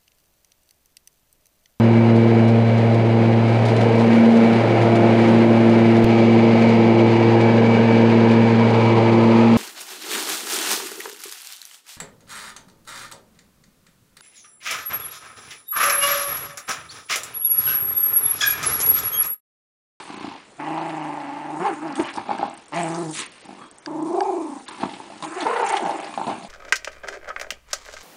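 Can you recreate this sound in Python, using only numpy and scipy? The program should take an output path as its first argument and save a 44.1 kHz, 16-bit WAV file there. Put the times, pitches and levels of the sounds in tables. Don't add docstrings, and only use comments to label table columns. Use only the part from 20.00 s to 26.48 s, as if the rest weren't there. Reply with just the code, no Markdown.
import sys
import numpy as np
from scipy import signal
from scipy.io import wavfile
from scipy.ndimage import uniform_filter1d

SR = 44100
rng = np.random.default_rng(int(sys.argv[2]) if len(sys.argv) > 2 else 0)


def digitize_waveform(pressure):
    field = np.atleast_2d(pressure).T
    bounded = np.clip(field, -1, 1)
    quanta = np.round(bounded * 32767).astype(np.int16)
    wavfile.write(sys.argv[1], SR, quanta)


def nominal_scale(level):
    x = np.asarray(level, float) / 20
    return 10 ** x


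N = 285768

# time in seconds, effort in dB.
RATTLES = [
    [(0.0, -38), (0.062, -50), (0.096, -42), (0.188, -44), (0.236, -39.5), (0.372, -48.5), (0.502, -76),
     (0.575, -95)],
    [(2.13, -43), (2.18, -31), (2.248, -47), (2.31, -28), (2.372, -38.5), (2.426, -30.5), (2.664, -62.5),
     (2.715, -73)],
    [(3.13, -66), (3.168, -49.5), (3.216, -44), (3.292, -81.5), (3.46, -83)],
    [(3.44, -51.5), (3.49, -48.5), (3.556, -50), (3.6, -54)],
    [(3.56, -61), (3.624, -40.5), (3.722, -69), (3.85, -85)],
    [(4.66, -58), (4.688, -40.5), (4.742, -44), (4.78, -50)],
    [(4.78, -44), (4.82, -34.5), (4.838, -26.5), (4.888, -48.5), (4.95, -40.5), (4.99, -48.5), (5.1, -49),
     (5.222, -49)],
    [(6.09, -36), (6.16, -51), (6.182, -32), (6.26, -38), (6.278, -26.5), (6.48, -54)],
]
# mouth resonance in Hz, chest in dB re mouth, rasp in dB re mouth,
# breath share 0-1.
THROATS = [(910, -6.5, -4.5, 0.83), (782, -4.5, -9, 0.64), (1060, 2.5, 8.5, 1), (770, 2, -10, 0.4),
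           (1060, -4, -16.5, 0.95), (1002, -6.5, -5, 0.8), (770, -1, -7.5, 0.54), (800, -4, -11, 0.69)]
# centre in Hz, width in Hz.
CHEST = (290, 120)
# centre in Hz, width in Hz, level in dB.
RASP = [(1065, 413, 16), (1750, 270, 11.5), (2020, 285, 12.5), (2645, 790, 5.5), (3070, 780, 1.5),
        (4260, 1930, -12)]
# start in seconds, peak
# in dB, chest in dB re mouth, ring in Hz.
FLAPS = [(0.101, -28, 1.5, 756), (0.141, -38, 10.5, 786), (0.175, -36.5, 10, 1070),
         (0.209, -35.5, 11, 1070), (0.244, -23, 2.5, 720), (0.279, -41.5, 17.5, 890), (0.316, -27, -8, 910),
         (0.352, -28.5, -8, 790), (1.9985, -20, -21, 614), (2.182, -14, -32, 920), (2.292, -11.5, -27, 780),
         (2.311, -8.5, -41, 843), (2.393, -14.5, -9, 790), (2.412, -24, -15, 740), (2.429, -6.5, -31, 800),
         (2.45, -18, -41, 800), (3.457, -49, 8, 770), (3.491, -26.5, -5, 745), (3.527, -35, 2, 750),
         (4.831, -12.5, -15, 810), (5.001, -23, -8.5, 880), (5.225, -21, -27, 980), (5.457, -23, 0, 951),
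         (5.609, -10, -28, 880), (5.875, -17, -21, 800), (6.176, -11.5, -19, 770), (6.214, -12, -21, 910),
         (6.268, -14.5, -5, 740), (6.281, -15, -13, 707)]
# frequency in Hz, density in dB per Hz.
CLOTH = [(2060, -18.5), (3500, 7), (4690, 5), (5960, 6.5), (6590, 10), (8710, 10.5), (9620, 12),
         (10100, 1.5), (10400, -93.5), (13500, -48), (22000, -120)]
# time in seconds, level in dB.
TUGGING = [(0.0, -51), (0.38, -64), (0.819, -55), (1.5, -61.5), (1.804, -55), (2.003, -62), (2.419, -57.5),
           (2.735, -61), (2.745, -44.5), (3.014, -42), (3.261, -59), (3.831, -61.5), (4.1, -51.5),
           (4.631, -51.5), (4.7, -51.5), (5.126, -56.5), (5.612, -45.5), (6.48, -54)]
# peak time in seconds, rise in seconds, fall in seconds,
# level in dB.
SCUFFS = [(1.68, 0.15, 0.07, -53), (1.959, 0.0034, 0.084, -45.5), (2.17, 0.084, 0.0089, -53.5),
          (3.205, 0.062, 0.0099, -30), (4.69, 0.0028, 0.007, -55), (4.86, 0.04, 0.047, -69),
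          (5.228, 0.0032, 0.2, -50), (5.41, 0.01, 0.037, -41.5), (5.69, 0.012, 0.0095, -33.5),
          (5.779, 0.017, 0.0062, -45), (6.27, 0.013, 0.044, -51)]
# start in seconds, peak in dB, pitch in Hz.
TICKS = [(0.169, -37, 8650), (1.9558, -35, 8330), (2.024, -38, 8600), (2.106, -43, 8800),
         (2.383, -43, 8040), (2.4988, -41.5, 7900), (2.5228, -68, 7300), (2.541, -42, 8600),
         (2.576, -41.5, 8750), (2.6598, -34.5, 8440), (2.683, -42, 8400), (2.762, -34, 6700),
         (2.833, -27, 8000), (2.888, -36, 8500), (3.1118, -34, 8860), (3.15, -28, 9500),
         (3.263, -31.5, 8460), (3.321, -39, 8750), (3.4086, -50, 8650), (3.4543, -44.5, 8250),
         (3.7132, -41, 8140), (3.7846, -39, 8600), (4.027, -40.5, 8100), (4.686, -34, 8460),
         (5.649, -39, 8470), (5.665, -28, 7434), (5.7027, -35, 7347), (5.7244, -33, 8930),
         (6.003, -42, 8200)]
# time in seconds, fold pitch in Hz, effort in dB, jaws open in dB,
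# period doubling in dB.
LONG = [(0.578, 279, -37, -5, 2), (0.605, 291.7, -34.5, 1.5, -18), (0.69, 314.5, -33, 5, -12.5),
        (0.85, 323.6, -36.5, 5.5, -8), (1.088, 298, -35, 4.5, -13.5), (1.31, 282.3, -38, 4.5, -17.5),
        (1.43, 296.5, -38, 4.5, -15.5), (1.6, 306.7, -31, -0.5, -15)]
YELP = [(1.585, 316.7, -20.5, 9, -12), (1.62, 349.7, -30, -0.5, -11), (1.65, 404, -31, 5, -21),
        (1.675, 425.6, -31.5, 9, -28), (1.7, 366.5, -28, 0, -30), (1.73, 298.6, -35, -11, -13),
        (1.76, 289, -30, 17, -20)]
GRUMBLE = [(1.745, 304, -41, 9, -22), (1.8, 287, -36, -6, -21), (1.835, 321.6, -32, 0, -20),
           (1.875, 325, -33, 5.5, -12.5), (1.92, 273.7, -33.5, 0, -23), (1.96, 253, -38, -2, -31),
           (1.995, 311.7, -17, -9.5, -48), (2.04, 291.3, -38.5, 7.5, -18), (2.13, 266.3, -48, 1, -28)]
BITE = [(2.715, 291, -29, 19, 4), (2.729, 289.1, -33, 6, -13), (2.781, 349.5, -36.5, 12, 1.5),
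        (2.899, 322.2, -31.5, 2.5, -5.5), (3.007, 349.6, -30.5, -4, -7), (3.08, 314, -35.5, -3, -1.5),
        (3.12, 307, -33.5, -6, -16), (3.15, 308.6, -47, -8, -10)]
WHINE = [(3.852, 295, -47, -9, -2), (3.875, 310.9, -35, 0.5, -21.5), (3.981, 311, -30, -1.5, -20),
         (4.085, 318.5, -26.5, -7, -24.5), (4.16, 364, -24, -3.5, -52), (4.25, 409, -29.5, -3.5, -46),
         (4.36, 346, -28, -3.5, -53), (4.535, 276.5, -35.5, -2, -41), (4.63, 263, -42.5, 0, -32)]
WINDUP = [(5.216, 325, -41, 10, 14), (5.25, 309, -35.5, 10.5, -25), (5.304, 308.7, -40.5, -13, -27),
          (5.395, 384.3, -34, 2, -37), (5.42, 336, -34.5, 7, -41), (5.455, 291, -17, -2, -27)]
SNARL = [(5.445, 437.7, -12, 9.5, -15), (5.465, 452.6, -25.5, 1, -33), (5.52, 475.5, -32.5, 1.19, -13.5),
         (5.565, 460.8, -30.5, 2.4, -29), (5.61, 447, -27.5, 2.1, -32), (5.68, 414.4, -39, 4, -20),
         (5.735, 423, -31, 2.6, -30), (5.76, 405.6, -32.5, 2.9, -39), (5.8, 334, -41, 2.9, -26)]
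HOARSE = [(5.79, 372, -27, 9.3, -19), (5.834, 311.8, -30.5, 1.4, -32), (5.852, 331.7, -37, 16, -8),
          (5.956, 336.3, -37, 7, -30), (6.072, 313.6, -44.5, 8.8, -14), (6.1, 356, -37, 5, -5)]
# curve, mouth resonance in Hz, octave line in dB, rasp in dB re mouth,
# rasp drift in dB per second.
BOUTS = [
    (LONG, 884, 1.5, -7, -7),
    (YELP, 1030, -1.4, -5, 8.7),
    (GRUMBLE, 870, 1.2, -14.5, 26),
    (BITE, 860, 0.66, 1, -55),
    (WHINE, 914, 2.7, -24.5, 1.7),
    (WINDUP, 923, 1.1, -15, 64),
    (SNARL, 765, 0.71, -1.1, 4.8),
    (HOARSE, 780, -1.4, -9.5, 0),
]
VOICING = [(.33, .32), (.44, .25), (.36, .28), (.33, .2), (.34, .38), (.4, .35), (.43, .42), (.8, .4)]
# time of one throb in seconds, throbs per second, drift per second squared.
THROBS = [(.6065, 27.75, -4.5), (1.591, 27, 12), (1.752, 26, 12), (2.738, 29.5, -12), (3.878, 26, 0),
          (5.227, 20, 3), (5.465, 28.25, 4.5), (5.785, 24.5, -12)]
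# mouth width in Hz, pulse share in the rasp, overtone lines in dB re effort.
JAWS = [(200, 0.34, -35), (230, .36, -6), (240, 0.36, -9), (430, 0.59, -27), (200, .3, -42),
        (230, .36, -21), (230, 1, -16.5), (242, 0.81, -7)]
# muffled above Hz, fifth half line in dB re half line,
# third line in dB re effort.
GAGS = [(1220, 9.5, -8.5), (1250, -9, -12), (1200, -12, -21), (1290, -15.5, -16.5), (1120, -10, -21),
        (1180, -5, -28), (1300, -8, -11.5), (1190, -10, -24)]
# multiple of the pitch, level in dB.
OVERTONES = [(4, -10), (5, -13)]
# start in seconds, peak in dB, ring in Hz, rasp in dB re
SNAPS = [(0.596, -24, 940, -47), (0.776, -13, 955, -29), (0.812, -11, 844, -34), (0.893, -17, 800, -27),
         (1.201, -19, 870, -28.5), (4.17, -32, 710, -27), (4.808, -31, 840, -9.5),
         (4.892, -25.5, 830, -16.5), (4.936, -36, 859, -6), (5.04, -31, 940, -29), (5.101, -26.5, 690, -40),
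         (5.122, -27.5, 874, -39), (5.236, -18.5, 1063, -19.5), (5.466, -4, 925, -37),
         (5.496, -29, 965, -29), (5.511, -10, 1050, -40), (5.561, -9, 930, -28), (5.597, -18, 840, -27),
         (5.629, -6, 909, -38), (5.728, -10, 844, -27), (5.751, -35, 770, -5), (5.794, -12.5, 856, -31.5),
         (5.814, -28, 836, -35), (5.853, -15, 770, -36), (5.894, -8.5, 880, -33), (6.031, -23, 770, -25),
         (6.064, -24, 800, -24), (6.139, -23, 1110, -18), (6.234, -30, 851, -33), (6.291, -12.5, 781, -31),
         (6.301, -22, 776, -29), (6.313, -15, 770, -31), (6.423, -29, 680, -18), (6.447, -22, 710, -24)]
# start in seconds, peak in dB, centre in Hz, decay in seconds.
SCRATCHES = [(1.8785, -41, 4900, 0.0038), (1.9245, -36, 4500, 0.0026), (1.954, -35, 3400, 0.0071),
             (1.9972, -31.5, 2580, 0.0081), (2.0463, -33, 2900, 0.0074), (2.0838, -37, 2830, 0.018),
             (2.139, -32.5, 3977, 0.0029), (2.1625, -34, 4850, 0.0031), (2.589, -49, 3200, .003),
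             (4.681, -33.5, 3730, 0.0062), (5.0223, -43, 2660, 0.0035), (5.1783, -46, 3530, 0.0036),
             (5.2245, -29.5, 3370, 0.004), (5.4052, -34, 3520, 0.03), (5.768, -24, 3260, 0.0061),
             (5.9085, -36, 3970, 0.0061), (6.017, -34, 3600, 0.0018), (6.0444, -31.5, 4850, 0.0036),
             (6.176, -36.5, 3400, 0.003), (6.2398, -39.5, 3000, 0.0056), (6.268, -35, 4000, 0.0032),
             (6.4348, -44, 4430, 0.0088)]
# start in seconds, peak in dB, pitch in Hz.
THUMPS = [
    (1.998, -7, 335),
    (5.701, -21, 200),
    (6.097, -41, 200),
]
# peak time in seconds, half length in
# seconds, pitch in Hz, level in dB, # width as share of pitch.
WHISTLES = [(2.975, .04, 1230, -37, .08), (3.64, .06, 3300, -59, .025), (4.3, .17, 2350, -54, .1),
            (2.79, .045, 2150, -38, .3), (6.135, .03, 2400, -48, .1), (2.07, .035, 2850, -44, .12),
            (5.72, .05, 2150, -40, .15), (3.21, .025, 1800, -41, .3), (6.31, .045, 2700, -47, .2),
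            (5.87, .05, 1450, -39, .25), (6.44, .03, 200, -44, .3), (5.5, .03, 620, -33, .12)]
# start in seconds, peak in dB, top modes in dB.
CLACKS = [
    (2.386, -34, -11),
    (2.946, -44, 6),
    (3.8606, -32, 0.5),
    (4.2062, -28, -5),
    (4.2354, -53.5, 8.5),
    (4.6811, -40, -4),
]
# frequency in Hz, level in dB, T60 in seconds.
TAG = [(1640, -3, .016), (2250, -6, .008), (2900, -6, .007), (3700, -6, .006), (4720, -3, .011),
       (5300, -6, .006)]
# frequency in Hz, density in dB per Hz.
HUSH = [(15, -30), (25, -13), (320, 10), (1610, 0.5), (3890, -8), (5130, -9), (6280, -11), (7490, -57),
        (8500, -12), (9170, -29), (10400, -49.5), (13500, -81), (22000, -120)]
# low edge in Hz, high edge in Hz, share of moments.
DROPOUTS = [(3400, 4700, .008), (4700, 5200, .1), (5200, 5800, .09), (5800, 6400, .08), (6400, 7000, .09),
            (7000, 7700, .1), (7700, 8400, .11), (8400, 9200, .12), (9200, 9800, .14), (9800, 11000, .2)]


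def evened(x):
    return x / np.sqrt(np.mean(x ** 2) + 1e-20)


def smoothed(x, size, axis=-1):
    return uniform_filter1d(uniform_filter1d(x, size, axis), size, axis)


def steady(x):
    return x / np.sqrt(smoothed(x ** 2, 2600) + 1e-9)


def add(mix, start_s, sound):
    part = mix[max(round(start_s * SR), 0):][:len(sound)]
    part += sound[:len(part)]


def unroll(rows):
    s, *columns = np.transpose(rows)
    t = np.arange(s[0], s[-1], 1 / SR)
    return t, *(np.interp(t, s, c) for c in columns)


def resonate(x, hz, width_hz):
    turn = np.exp(2j * np.pi * np.cumsum(hz * np.ones(len(x))) / SR)
    r = np.exp(-np.pi * width_hz / SR)
    return 2 * (turn * signal.lfilter([1 - r], [1, -r], x / turn + 1e-18)).real


def wander(count, hz):
    size = max(int(SR / hz / 2), 1)
    return evened(smoothed(rng.standard_normal(count), size))


def hiss(points, patchy_db):
    hz = np.fft.rfftfreq(512, 1 / SR)
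    f, db = np.transpose(points)
    a, b, patches = rng.standard_normal((N // 128 + 5, 257, 3)).T
    patches = uniform_filter1d(uniform_filter1d(patches, 8, 0), 10, 1)
    level_db = np.interp(np.log(hz + 1), np.log(f + 1), db)[:, None] + patchy_db * evened(patches)
    z = (a + 1j * b) * nominal_scale(level_db)
    return evened(signal.istft(z, nperseg=512, noverlap=384)[1][:N])


def ring(hz, t60_s):
    t = np.arange(int(t60_s * SR)) / SR
    start = np.minimum(t * max(hz, 1500), 1)
    return start * nominal_scale(-60 * t / t60_s) * np.sin(2 * np.pi * hz * t)


def rasp(drive, tilt_db):
    out = 0
    for k, (hz, width_hz, db) in enumerate(RASP):
        band = resonate(resonate(drive, hz, 2 * width_hz), hz, width_hz)
        out = out + (-1) ** k * nominal_scale(db + k * tilt_db) * band
    return out


def rattle(rows, mouth_hz, chest_db, rasp_db, breath):
    t, mouth_db = unroll(rows)
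    n = len(t)
    rasp_db = rasp_db - 0.4887 * (mouth_db + 39.5)
    flap_hz = np.clip(48 * nominal_scale(2.6 * wander(n, 40)), 5, 300)
    turns = np.cumsum(flap_hz) / SR
    flaps = np.diff(np.floor(turns), prepend=0) * nominal_scale(2.5 * rng.standard_normal(n))
    puffs = (0.3 + np.exp(-(turns % 1) / 0.45)) * rng.standard_normal(n)
    drive = (1 - breath) * evened(flaps) + breath * evened(puffs)
    chest = resonate(resonate(drive, CHEST[0], 300), *CHEST)
    mouth = resonate(resonate(drive, mouth_hz, 440), mouth_hz, 370)
    upper = rasp(0.048 * evened(flaps) + evened(puffs), tilt_db=5.0)
    ribs = resonate(chest + 0.3 * drive, 126, 83)
    parts = steady(evened(mouth)) + nominal_scale(chest_db) * steady(evened(chest))
    parts += nominal_scale(rasp_db) * steady(evened(upper)) + nominal_scale(chest_db - 8) * evened(ribs)
    return t[0], nominal_scale(mouth_db) * parts * signal.windows.tukey(n, 0.0026 / (t[-1] - t[0]))


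def rattles():
    out = np.zeros(N)
    for rows, throat in zip(RATTLES, THROATS):
        add(out, *rattle(rows, *throat))
    return out


def cloth():
    t = np.arange(N) / SR
    s, db = np.transpose(TUGGING)
    level = nominal_scale(np.interp(t, s, db))
    for s, rise_s, fall_s, db in SCUFFS:
        level = level + nominal_scale(db) * np.exp(-((t - s) / np.where(t < s, rise_s, fall_s)) ** 2)
    crackle = nominal_scale(2.0 * wander(N, 160))
    return level * evened(hiss(CLOTH, patchy_db=2.2) * crackle)


def flaps():
    out = np.zeros(N)
    for s, db, chest_db, hz in FLAPS:
        add(out, s, nominal_scale(db) * ring(hz, 0.026))
        add(out, s, nominal_scale(db + chest_db) * ring(CHEST[0], 0.045))
    return out


def ticks():
    out = np.zeros(N)
    for s, db, hz in TICKS:
        tick = ring(hz, 0.008) + 0.6 * ring(hz * rng.uniform(0.88, 1.1), 0.008)
        add(out, s, nominal_scale(db + 6.5) * tick)
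    return out


def blurred(turns, hz, rough, width_hz):
    blur = np.clip(1.6 * (rough - 0.3), 0, 1)
    band = resonate(resonate(rng.standard_normal(len(hz)), hz, 2 * width_hz), hz, width_hz)
    return np.sqrt(2 - 2 * blur) * np.sin(2 * np.pi * turns) + np.sqrt(blur) * evened(band)


def growl(rows, mouth_hz, octave_db, rasp_db, drift_db, rough, depth, throb_s, throb_rate, throb_drift,
          width_hz, pulsed, overtone_db, muffle_hz, fifth_db, third_db):
    t, hz, line_db, open_db, doubling_db = unroll(rows)
    n = len(t)
    mouth_db = line_db + open_db
    half_db = line_db + doubling_db
    octave_db = mouth_db + octave_db - 10 * np.log10(1 + ((2 * hz - 819) / 70.3) ** 4)
    rasp_db = rasp_db - 1.12 * (mouth_db + 31.5) + drift_db * (t - t[0])
    mouth_hz = mouth_hz * (hz / hz.mean()) ** 0.19

    since_s = t - throb_s
    throb = np.pi * (2 * throb_rate + throb_drift * since_s) * since_s + 0.25 * wander(n, 8)
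    flutter = 1 + depth * np.cos(throb)
    hz = hz * (1 - 0.5 * depth ** 2 * np.sin(throb))

    turns = np.cumsum(hz * (1 + 0.057 * rough * wander(n, 120))) / SR
    unequal = np.clip(nominal_scale(half_db - line_db + 13.5), 0, 1)
    shimmer = nominal_scale(4 * rough * rng.standard_normal(n)[turns.astype(int)])
    size = np.where(turns % 2 < 1, 1, 1 - unequal) * shimmer
    folds = np.diff(np.floor(turns), prepend=0) * size
    puffs = (0.35 + size * np.exp(-(turns % 1) / 0.5)) * rng.standard_normal(n)
    drive = (1 - rough) * evened(folds - folds.mean()) + rough * evened(puffs)

    mouth = resonate(resonate(drive, mouth_hz, 2.6 * width_hz), mouth_hz, width_hz)
    mouth = mouth + 0.85 * resonate(resonate(puffs, 0.984 * mouth_hz, 260), mouth_hz, 300)
    muffle = signal.butter(6, muffle_hz, fs=SR, output="sos")
    mouth = signal.sosfilt(muffle, mouth) * flutter ** 0.29
    valley = signal.butter(3, 560, "high", fs=SR, output="sos")
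    mouth = signal.sosfilt(valley, mouth)

    def line(multiple, roughness, width_hz, phase=0):
        return blurred(multiple * turns + phase, multiple * hz, roughness, width_hz)

    lines = nominal_scale(line_db) * flutter * line(1, rough + 0.044, 86)
    lines += nominal_scale(half_db + 4) * line(0.5, rough - 0.04, 32)
    lines += nominal_scale(octave_db + 3.5) * flutter * line(2, rough + 0.046, 130, phase=0.21)
    lines += nominal_scale(half_db - 6) * line(1.5, rough, 60)
    for multiple, db in OVERTONES:
        lines += flutter * nominal_scale(line_db + overtone_db + db) * line(multiple, rough + 0.057, 35 * multiple)
    lines += nominal_scale(half_db + fifth_db) * flutter * line(2.5, rough, 70)
    lines += nominal_scale(line_db + third_db) * flutter * line(3, rough + 0.03, 90)

    upper = rasp(pulsed * evened(folds) + evened(puffs), tilt_db=0.27 * open_db) * np.sqrt(flutter)
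    throat = 0.65 * steady(evened(mouth)) + nominal_scale(rasp_db) * steady(evened(upper))
    voice = lines + nominal_scale(mouth_db) * throat
    return t[0], voice * signal.windows.tukey(n, 0.056 / (t[-1] - t[0]))


def growls():
    out = np.zeros(N)
    for bout, voicing, throb, jaws, gag in zip(BOUTS, VOICING, THROBS, JAWS, GAGS):
        add(out, *growl(*bout, *voicing, *throb, *jaws, *gag))
    return out


def snaps():
    out, spit = np.zeros(N), np.zeros(N)
    t = np.arange(1500) / SR
    puff = np.minimum(t / 0.0021, 1) * np.exp(-t / 0.0095)
    for s, db, hz, rasp_db in SNAPS:
        add(out, s, nominal_scale(db - 3.5) * ring(hz, 0.033))
        add(spit, s, nominal_scale(db + rasp_db + 5) * puff)
    band = signal.butter(4, [1500, 4400], "band", fs=SR, output="sos")
    air = signal.sosfilt(band, rng.standard_normal(N))
    return out + spit * evened(air)


def scratches():
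    out, t = np.zeros(N), np.arange(3000) / SR
    for s, db, hz, decay_s in SCRATCHES:
        noise = resonate(resonate(rng.standard_normal(len(t)), hz, 2100), hz, 1700)
        add(out, s, nominal_scale(db) * np.minimum(t / 0.00037, 1) * np.exp(-t / decay_s) * evened(noise))
    return out


def thumps():
    out = np.zeros(N)
    for s, db, hz in THUMPS:
        u = np.arange(2000) / SR * hz
        add(out, s, nominal_scale(db - 5) * u * (2 - 0.88 * u) * np.exp(-2.2 * u))
        add(out, s, nominal_scale(db - 5) * ring(1800, 0.003))
    return out


def nose():
    out = np.zeros(N)
    t = np.arange(-0.3, 0.3, 1 / SR)
    for s, half_s, hz, db, share in WHISTLES:
        width_hz = share * hz
        air = resonate(resonate(rng.standard_normal(len(t)), hz, 1.6 * width_hz), hz, width_hz)
        add(out, s + t[0], nominal_scale(db) * np.exp(-(t / half_s) ** 2) * evened(air))
    return out


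def tag():
    out = np.zeros(N)
    for s, db, top_db in CLACKS:
        for hz, mode_db, t60_s in TAG:
            tilt_db = (top_db + 0.5) * (hz > 3500)
            add(out, s, nominal_scale(db + 12.5 + mode_db + tilt_db) * ring(hz, t60_s))
    return out


def room(x):
    taps = np.zeros(SR // 3)
    at = np.arange(150, len(taps) - 20, 20)
    taps[at + rng.integers(0, 20, len(at))] = rng.choice([-1., 1.], len(at))
    fade = nominal_scale(-60 * np.arange(len(taps)) / SR / 0.23)
    taps = signal.lfilter([1], [1, -0.5], taps * fade)
    return signal.fftconvolve(x, taps / np.linalg.norm(taps))[:N]


def scene():
    dog = rattles() + flaps() + growls() + snaps() + nose()
    toy = cloth() + ticks() + scratches() + thumps()
    near = dog + toy
    return (near + tag() + nominal_scale(-10.5) * room(near))[None]


def dropouts(x):
    hz, t, z = signal.stft(x, SR, nperseg=256, noverlap=128)
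    block = np.arange(len(t)) // 3
    draws = rng.random((block[-1] + 1, len(DROPOUTS) + 1))
    mood = nominal_scale(7 * wander(len(draws), 5000))
    gap_s = np.abs(t[1::3, None] - np.array(TICKS)[:, 0] - 0.003).min(1)
    gap_s = np.resize(gap_s, len(draws))
    beside = (gap_s > 0.008) * (gap_s < 0.03) * (draws[:, -1] < 0.7)
    beside = beside * (np.abs(t[::3] - 2.99) > 0.25) * (np.abs(t[::3] - 1.995) > 0.04)
    keep = np.ones(z.shape[1:])
    for k, (low_hz, high_hz, share) in enumerate(DROPOUTS):
        chance = share * (mood * 0.6 + 0.5) + beside * (0.9 if low_hz > 6500 else 0.25)
        drop = draws[:, k] < chance
        keep[(hz >= low_hz) & (hz < high_hz)] = 1 - drop[block]
    return signal.istft(z * keep, SR, nperseg=256, noverlap=128)[1][:, :N]


def low_pass(x):
    return signal.sosfilt(signal.butter(12, 11300, fs=SR, output="sos"), x)


def record(dry):
    thin = signal.sosfilt(signal.butter(3, 110, "high", fs=SR, output="sos"), dry)
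    thin = thin + nominal_scale(-52.5) * hiss(HUSH, patchy_db=1.5)
    edge = signal.firwin(511, 10300, window=("kaiser", 9), fs=SR)
    limited = signal.oaconvolve(dropouts(thin), edge[None], "same")
    return low_pass(limited)


dry = scene()
out = record(dry)
digitize_waveform(out)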